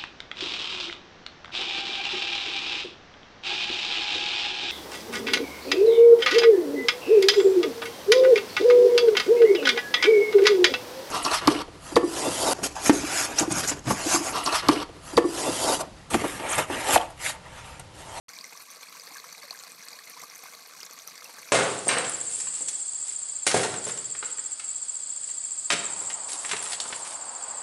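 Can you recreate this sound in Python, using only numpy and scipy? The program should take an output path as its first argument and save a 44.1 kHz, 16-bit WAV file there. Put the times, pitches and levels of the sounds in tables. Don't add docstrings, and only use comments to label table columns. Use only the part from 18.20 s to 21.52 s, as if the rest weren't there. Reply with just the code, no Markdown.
import sys
import numpy as np
from scipy import signal
from scipy.io import wavfile
from scipy.ndimage import uniform_filter1d

SR = 44100
rng = np.random.default_rng(int(sys.argv[2]) if len(sys.argv) > 2 else 0)


def dump(signal):
    limited = np.clip(np.atleast_2d(signal).T, -1, 1)
    pcm = np.round(limited * 32767).astype(np.int16)
    wavfile.write(sys.argv[1], SR, pcm)


N = 146412


def amp(db):
    return 10 ** (np.asarray(db) / 20)


def evened(x):
    return x / np.sqrt(np.mean(x ** 2) + 1e-20)


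def add(mix, start_s, sound):
    part = mix[round(start_s * SR):][:len(sound)]
    part += sound[:len(part)]


def train(per_s, spread_db):
    size = amp(spread_db * np.minimum(rng.exponential(1, N), 3.2))
    return size * (rng.random(N) < per_s / SR)


def puff(decay_ms, size):
    t_ms = 1000 * np.arange(1500) / SR
    return rng.standard_normal((size, 1500)) * np.exp(-t_ms / decay_ms)


SWELL, FADE = 4, 1.24


def bubble(hz, ring_ms, rise, phase):
    ring_s = max(ring_ms, .2) / 1000
    u = np.arange(-ring_s, 2.5 * ring_s, 1 / SR) / ring_s
    shape = .5 ** (abs(2 * u) ** np.where(u < 0, SWELL, FADE))
    pitch = np.clip(hz * (1 + rise * u), 50, SR / 2.2)
    turns = np.cumsum(pitch) / SR
    return shape * np.sin(2 * np.pi * (turns + phase))


# frequency in Hz, relative spectral density in dB per Hz.
WATER_COLOUR = [(24, -65), (40, -31), (75, -28.5), (106, -14.5), (179, -7.5), (378, -17), (474, -3.5),
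                (537, -10.5), (724, -7), (820, -10), (1130, -2.5), (1490, -7.5), (1650, -5.5), (1820, -8),
                (2230, -3), (3080, -15.5), (4480, -3), (5080, -9), (5900, -4.5), (7020, -10.5), (9010, -10),
                (10200, -17), (12800, -11), (14500, -26.5), (15600, -27)]


def coloured(x):
    hz = np.abs(np.fft.fftfreq(8192, 1 / SR))
    f, db = np.transpose(WATER_COLOUR)
    log_gain = np.interp(np.log(hz + 1), np.log(f + 1), db) * np.log(10) / 20
    response = np.exp(np.conj(signal.hilbert(log_gain)))
    taps = np.fft.ifft(response).real[:4096]
    return evened(signal.oaconvolve(x, taps)[:N])


BANK_DB, BANK_T60_S = -9.5, 0.095


def bank(x):
    t = np.arange(4000) / SR
    signs = rng.choice([-1., 1.], len(t))
    sparse = (rng.random(len(t)) < .05) * (t > .002)
    taps = signs * sparse * amp(-60 * t / BANK_T60_S)
    return x + amp(BANK_DB) * signal.oaconvolve(x, taps / np.linalg.norm(taps))[:N]


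PATCH_DB = 4.5


def wash():
    a, b, patches = rng.standard_normal((N // 128 + 5, 257, 3)).T
    patches = uniform_filter1d(patches, size=6, axis=0)
    patches = evened(uniform_filter1d(patches, size=10, axis=1))
    spectrum = (a + 1j * b) * amp(PATCH_DB * patches)
    return evened(signal.istft(spectrum, nperseg=512, noverlap=384)[1][:N])


GUSH_DB, GUSH_MS = 1.8, 9.
STIR_DB, STIR_MS = 12, 4.8


def gush():
    smooth = uniform_filter1d(rng.standard_normal(N), int(GUSH_MS * SR / 1000))
    swells = amp(GUSH_DB * evened(smooth))
    stir = np.zeros(N)
    fall = np.exp(-1000 * np.arange(2000) / SR / STIR_MS)
    for middle_s, db, hz, ring_ms, rise in LOUD_BUBBLES:
        add(stir, middle_s - ring_ms / 2000, amp(db / 2) * fall)
    return swells * (1 + amp(STIR_DB) * stir)


SPRAY_PER_S, SPRAY_SPREAD_DB, SPRAY_MS = 250, 2.5, 0.94


def spray():
    t_ms = 1000 * np.arange(600) / SR
    puffs = signal.oaconvolve(train(SPRAY_PER_S, SPRAY_SPREAD_DB), np.exp(-t_ms / SPRAY_MS))[:N]
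    return evened(puffs * rng.standard_normal(N))


FIZZ_PER_S, FIZZ_SPREAD_DB = 6000, 5
FIZZ_CYCLES, FIZZ_RISE = 5.54, 0.17
FIZZ_SMALL = .45


def fizz():
    pitches = np.geomspace(230, 14500, num=140)
    share = pitches ** FIZZ_SMALL / (pitches ** FIZZ_SMALL).sum()
    which = np.searchsorted(np.cumsum(share), rng.random(N))
    drops = train(FIZZ_PER_S, FIZZ_SPREAD_DB)
    out = np.zeros(N)
    for k, hz in enumerate(pitches):
        cycles, rise, phase = rng.random(3) * [1.2, 2, 1] + [.4, 0, 0]
        ring = bubble(hz, 1000 * FIZZ_CYCLES * cycles / hz, FIZZ_RISE * rise, phase)
        ring = ring / np.linalg.norm(ring) * np.sqrt(hz / share[k])
        out += signal.oaconvolve(drops * (which == k), ring)[:N]
    return evened(out)


TICK_HZ, TICK_HALF_WIDTH_HZ, TICK_MS = 11780, 1950, 0.56
# start in seconds, peak level in dB.
DROPLET_TICKS = [(0.4, -39), (0.4238, -34), (0.5109, -36), (0.8916, -38), (0.951, -38), (1.1273, -36),
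                 (1.3398, -35.5), (1.653, -36), (1.856, -35), (1.8986, -31.5), (2.017, -38), (2.1477, -40),
                 (2.1612, -36), (2.181, -37), (2.238, -36), (2.352, -41), (2.476, -36), (2.654, -34),
                 (2.734, -33.5), (2.8743, -30), (3.043, -36), (3.188, -36), (3.264, -39)]


def ticks():
    out = np.zeros(N)
    edges = [TICK_HZ - TICK_HALF_WIDTH_HZ, TICK_HZ + TICK_HALF_WIDTH_HZ]
    band = signal.butter(N=4, Wn=edges, btype="band", fs=SR, output="sos")
    bursts = signal.sosfilt(band, puff(TICK_MS, size=len(DROPLET_TICKS)))
    for (start_s, db), tick in zip(DROPLET_TICKS, bursts):
        add(out, start_s, amp(db) * tick / abs(tick).max())
    return out


SLAP_CYCLES = 2.64
SLAP_WET_DB, SLAP_WET_MS, SLAP_WET_HZ = 1.5, 29, 1800
# onset in seconds, peak level of the note in dB, pitch of the hollow in Hz.
WATER_SLAPS = [(0.324, -54.5, 440), (0.567, -51.5, 440), (0.874, -48.5, 455), (0.914, -52.5, 290),
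               (1.306, -49, 480), (1.593, -59, 195), (1.769, -57.5, 510), (2.031, -49.5, 454),
               (2.232, -52.5, 450), (2.334, -54, 467), (2.706, -52.5, 466), (3.058, -53.5, 484),
               (3.089, -49, 504), (3.182, -50.5, 480), (3.288, -55, 493)]


def slaps():
    out = np.zeros(N)
    band = signal.butter(N=2, Wn=[250, SLAP_WET_HZ], btype="band", fs=SR, output="sos")
    splashes = signal.sosfilt(band, puff(SLAP_WET_MS, size=len(WATER_SLAPS)))
    for (onset_s, db, hz), wet in zip(WATER_SLAPS, splashes):
        ring_ms = 1000 * SLAP_CYCLES / hz
        add(out, onset_s - ring_ms / 2000, amp(db) * bubble(hz, ring_ms, FIZZ_RISE, 0))
        add(out, onset_s, amp(db + SLAP_WET_DB) * wet / abs(wet).max())
    return out


IMPACT_DB, IMPACT_MS = -64.5, 0.41
# middle in seconds, peak level in dB, pitch in Hz,
# ring in ms, share of pitch gained over the ring (negative: lost).
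LOUD_BUBBLES = [(0.092, -32, 6200, 1.07, -0.017), (0.1017, -46, 1510, 5.3, 0.012),
                (0.1359, -37, 4810.0, 1.8, -0.013), (0.1649, -37.5, 5850, 1.6, -0.11),
                (0.1713, -43.5, 2360, 6.9, -0.059), (0.1885, -32, 4130, 1.1, 0.2),
                (0.2039, -42, 4430.0, 1.9, 0.04), (0.2115, -33, 4780, 2.3, 0.11),
                (0.2432, -32, 5770, 1.35, 0.012), (0.2448, -35, 2100, 4, -0.05),
                (0.252, -33, 5940, 1.06, -0.023), (0.3272, -45.5, 856, 4.9, 0.059),
                (0.355, -41, 1117, 6.6, 0.12), (0.3749, -31.5, 5530, 0.76, 0.18),
                (0.504, -37.5, 6130, 1.5, -0.0012), (0.5148, -37.5, 9110.0, 0.75, 0.037),
                (0.6105, -42.5, 6330, 2, -0.076), (0.6316, -36.5, 4200, 2.8, 0.083),
                (0.634, -41, 2300.0, 5.1, -0.05), (0.6716, -42, 2420, 2.3, -0.039),
                (0.6878, -39, 4500, 2.8, 0.055), (0.726, -41, 1210, 3.4, -0.12),
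                (0.753, -42, 1030, 4.8, 0.082), (0.7708, -42, 2390, 2.9, 0.17),
                (0.7984, -32, 4840, 1.46, -0.046), (0.82, -38.5, 6050, 2.6, -0.052),
                (0.8716, -33.5, 4500, 1.25, -0.00049), (0.9078, -45, 2250, 5.7, 0.2),
                (0.914, -44, 807, 6, -0.1), (0.923, -46, 1100, 5.4, 0.073), (0.936, -41, 8740, 1.2, 0.06),
                (0.9465, -36, 5900, 1.5, 0.042), (0.953, -37, 8500, 0.62, 0.07),
                (0.9537, -41, 2360, 2.0, 0.12), (0.954, -47, 1170, 4.2, 0.11),
                (0.962, -40, 1712, 4.37, -0.059), (0.9714, -42, 1660.0, 7.8, 0.026),
                (0.9834, -32, 4400, 1.3, 0.025), (0.9979, -42, 2070, 2, -0.0034),
                (1.001, -35, 4180, 1.8, 0.18), (1.043, -38, 1235, 3.1, 0.15),
                (1.0905, -42.5, 2170, 4.1, -0.027), (1.1272, -36.5, 6130, 1.4, -0.096),
                (1.1292, -38, 4650.0, 2.6, -0.028), (1.1496, -37.5, 2260, 2.3, 0.2),
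                (1.1808, -38, 4100, 1.3, -0.15), (1.222, -44, 4580, 2.7, 0.032),
                (1.2258, -42, 4460, 3.7, 0.014), (1.2323, -42.6, 1104, 3.7, 0.0087),
                (1.232, -47, 1680, 10, -0.1), (1.2343, -40.5, 2220, 5.5, -0.043),
                (1.2444, -49.5, 587, 16, -0.072), (1.2532, -38, 4100, 1.2, -0.069),
                (1.3014, -42, 2510, 4.2, 0.1), (1.309, -25.5, 4400, 2.1, 0.13),
                (1.313, -43, 740, 5.5, -0.17), (1.331, -39.5, 1120, 4.3, -0.092),
                (1.35, -39.5, 1660, 3.2, -0.056), (1.3904, -31, 6260, 0.8, 0.18),
                (1.398, -34, 7300, 0.88, -0.095), (1.4, -39, 4080, 1.5, -0.00035),
                (1.421, -46, 6060.0, 0.87, 0.02), (1.427, -38, 9140, 1.16, 0.12),
                (1.5196, -32.5, 8340, 0.99, 0.092), (1.6083, -42, 2170, 2.2, -0.086),
                (1.6269, -33.5, 5940, 0.96, -0.0049), (1.6324, -48, 1680, 7.5, -0.097),
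                (1.6854, -33, 4660, 1.5, -0.2), (1.6852, -31, 8500, 0.5, 0.042),
                (1.7067, -35, 6650, 0.67, 0.15), (1.7166, -44, 4170, 1.6, -0.15),
                (1.7303, -43.5, 2230, 5.5, -0.098), (1.7332, -36, 4630, 4.4, -0.16),
                (1.791, -40.5, 1730, 4, 0.16), (1.8746, -40.5, 2150, 5.8, 0.12),
                (1.939, -46, 2400, 4.5, -0.025), (1.976, -43.5, 1052, 17, 0.275),
                (1.996, -36, 6340, 1.2, 0.088), (2.017, -37, 5770, 2.7, -0.023),
                (2.0189, -36, 7440, 1.35, -0.024), (2.028, -42, 1090, 2.5, -0.13),
                (2.0296, -45, 736, 5.3, 0.03), (2.0326, -48, 2100, 4.3, -0.021),
                (2.0363, -36, 5760, 0.81, 0.16), (2.0407, -38.5, 1180, 8.8, 0.022),
                (2.0998, -34.5, 5540, 1.4, -0.0058), (2.1559, -33.5, 6200, 1.4, -0.027),
                (2.1598, -34, 8600, 0.53, 0.11), (2.2378, -40.5, 1090, 3, 0.029),
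                (2.2384, -42, 803, 5.4, -0.026), (2.259, -43.5, 1090, 6.2, 0.34),
                (2.288, -47.5, 1525, 9.3, 0.0076), (2.3379, -44, 2230, 4.9, -0.11),
                (2.3501, -33, 4260, 1.2, 0.05), (2.536, -46, 1320, 3.9, -0.11),
                (2.553, -48, 1086, 8, -0.099), (2.605, -33.5, 5820, 2.45, 0.2),
                (2.614, -41, 3040, 3.8, 0.34), (2.6319, -28.5, 4930, 0.9, -0.24),
                (2.6505, -39, 6850, 3.6, 0.17), (2.664, -34, 5800, 0.99, -0.088),
                (2.697, -49, 1336, 8, -0.27), (2.711, -34, 6530, 1.4, 0.31), (2.7267, -37, 6000, 1.2, 0.17),
                (2.78, -48, 2120, 5.3, 0.22), (2.79, -33, 6460, 0.74, 0.16),
                (2.7985, -35.5, 3760, 0.99, 0.063), (2.8208, -36, 6230.0, 0.8, -0.025),
                (2.8766, -29, 5940, 1.2, -0.02), (2.88, -48, 1270, 10, -0.11),
                (2.917, -39.5, 4800, 1.6, -0.067), (2.9554, -39.5, 5730, 1.5, -0.039),
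                (2.9788, -33, 5070, 1.04, -0.12), (3.0066, -40, 4700, 1.1, 0.041),
                (3.0102, -45, 2180, 4.3, 0.0035), (3.0235, -44, 1650, 2.6, 0.059),
                (3.023, -42.5, 1210, 3.5, 0.12), (3.044, -34.5, 5710, 2.8, -0.19),
                (3.0464, -33, 9300, 0.54, 0.1), (3.0586, -39, 2650, 4.2, 0.0051),
                (3.0959, -45, 930, 6.9, -0.0055), (3.186, -39, 6240.0, 1.56, 0.16),
                (3.187, -40.5, 1660, 2.5, -0.053), (3.186, -46, 944, 4.4, -0.12),
                (3.218, -38, 8900, 1.2, 0.2), (3.231, -38, 2250, 3, -0.18),
                (3.2896, -39.5, 2445, 4.5, -0.11)]


def loud_bubbles():
    rings, taps = np.zeros(N), np.zeros(N)
    count = len(LOUD_BUBBLES)
    events = zip(LOUD_BUBBLES, rng.random(count), puff(IMPACT_MS, size=count))
    for (middle_s, db, hz, ring_ms, rise), phase, tap in events:
        add(rings, middle_s - ring_ms / 1000, amp(db) * bubble(hz, ring_ms, rise, phase))
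        add(taps, middle_s - ring_ms / 2000, amp(db) * tap)
    return rings + amp(IMPACT_DB) * coloured(taps)


WASH_DB, FIZZ_DB, SPRAY_DB = -9, -2, -9
# time in seconds, level of the chance water sounds in dB.
BUSY_LEVEL = [(0.3, -48.5), (0.52, -48.5), (0.93, -47.5), (1.53, -48), (2.19, -47.5), (2.34, -47),
              (2.6, -49), (2.82, -48.5), (3.3, -46.5)]


def scene():
    time_s, db = np.transpose(BUSY_LEVEL)
    small = gush() * (amp(FIZZ_DB) * fizz() + amp(SPRAY_DB) * spray())
    water = coloured(amp(WASH_DB) * wash() + bank(small))
    level = amp(np.interp(np.arange(N) / SR, time_s, db))
    events = bank(loud_bubbles() + ticks() + slaps())
    return (level * water + events)[None]


START_S, EDGE_HZ = 0.083, 15760


def record(dry):
    on = np.clip((np.arange(N) / SR - START_S) / 0.00043, 0, 1)
    low_pass = signal.firwin(511, EDGE_HZ, window=("kaiser", 9), fs=SR)
    return signal.oaconvolve(dry * on, low_pass[None], "same")


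dry = scene()
out = record(dry)
dump(out)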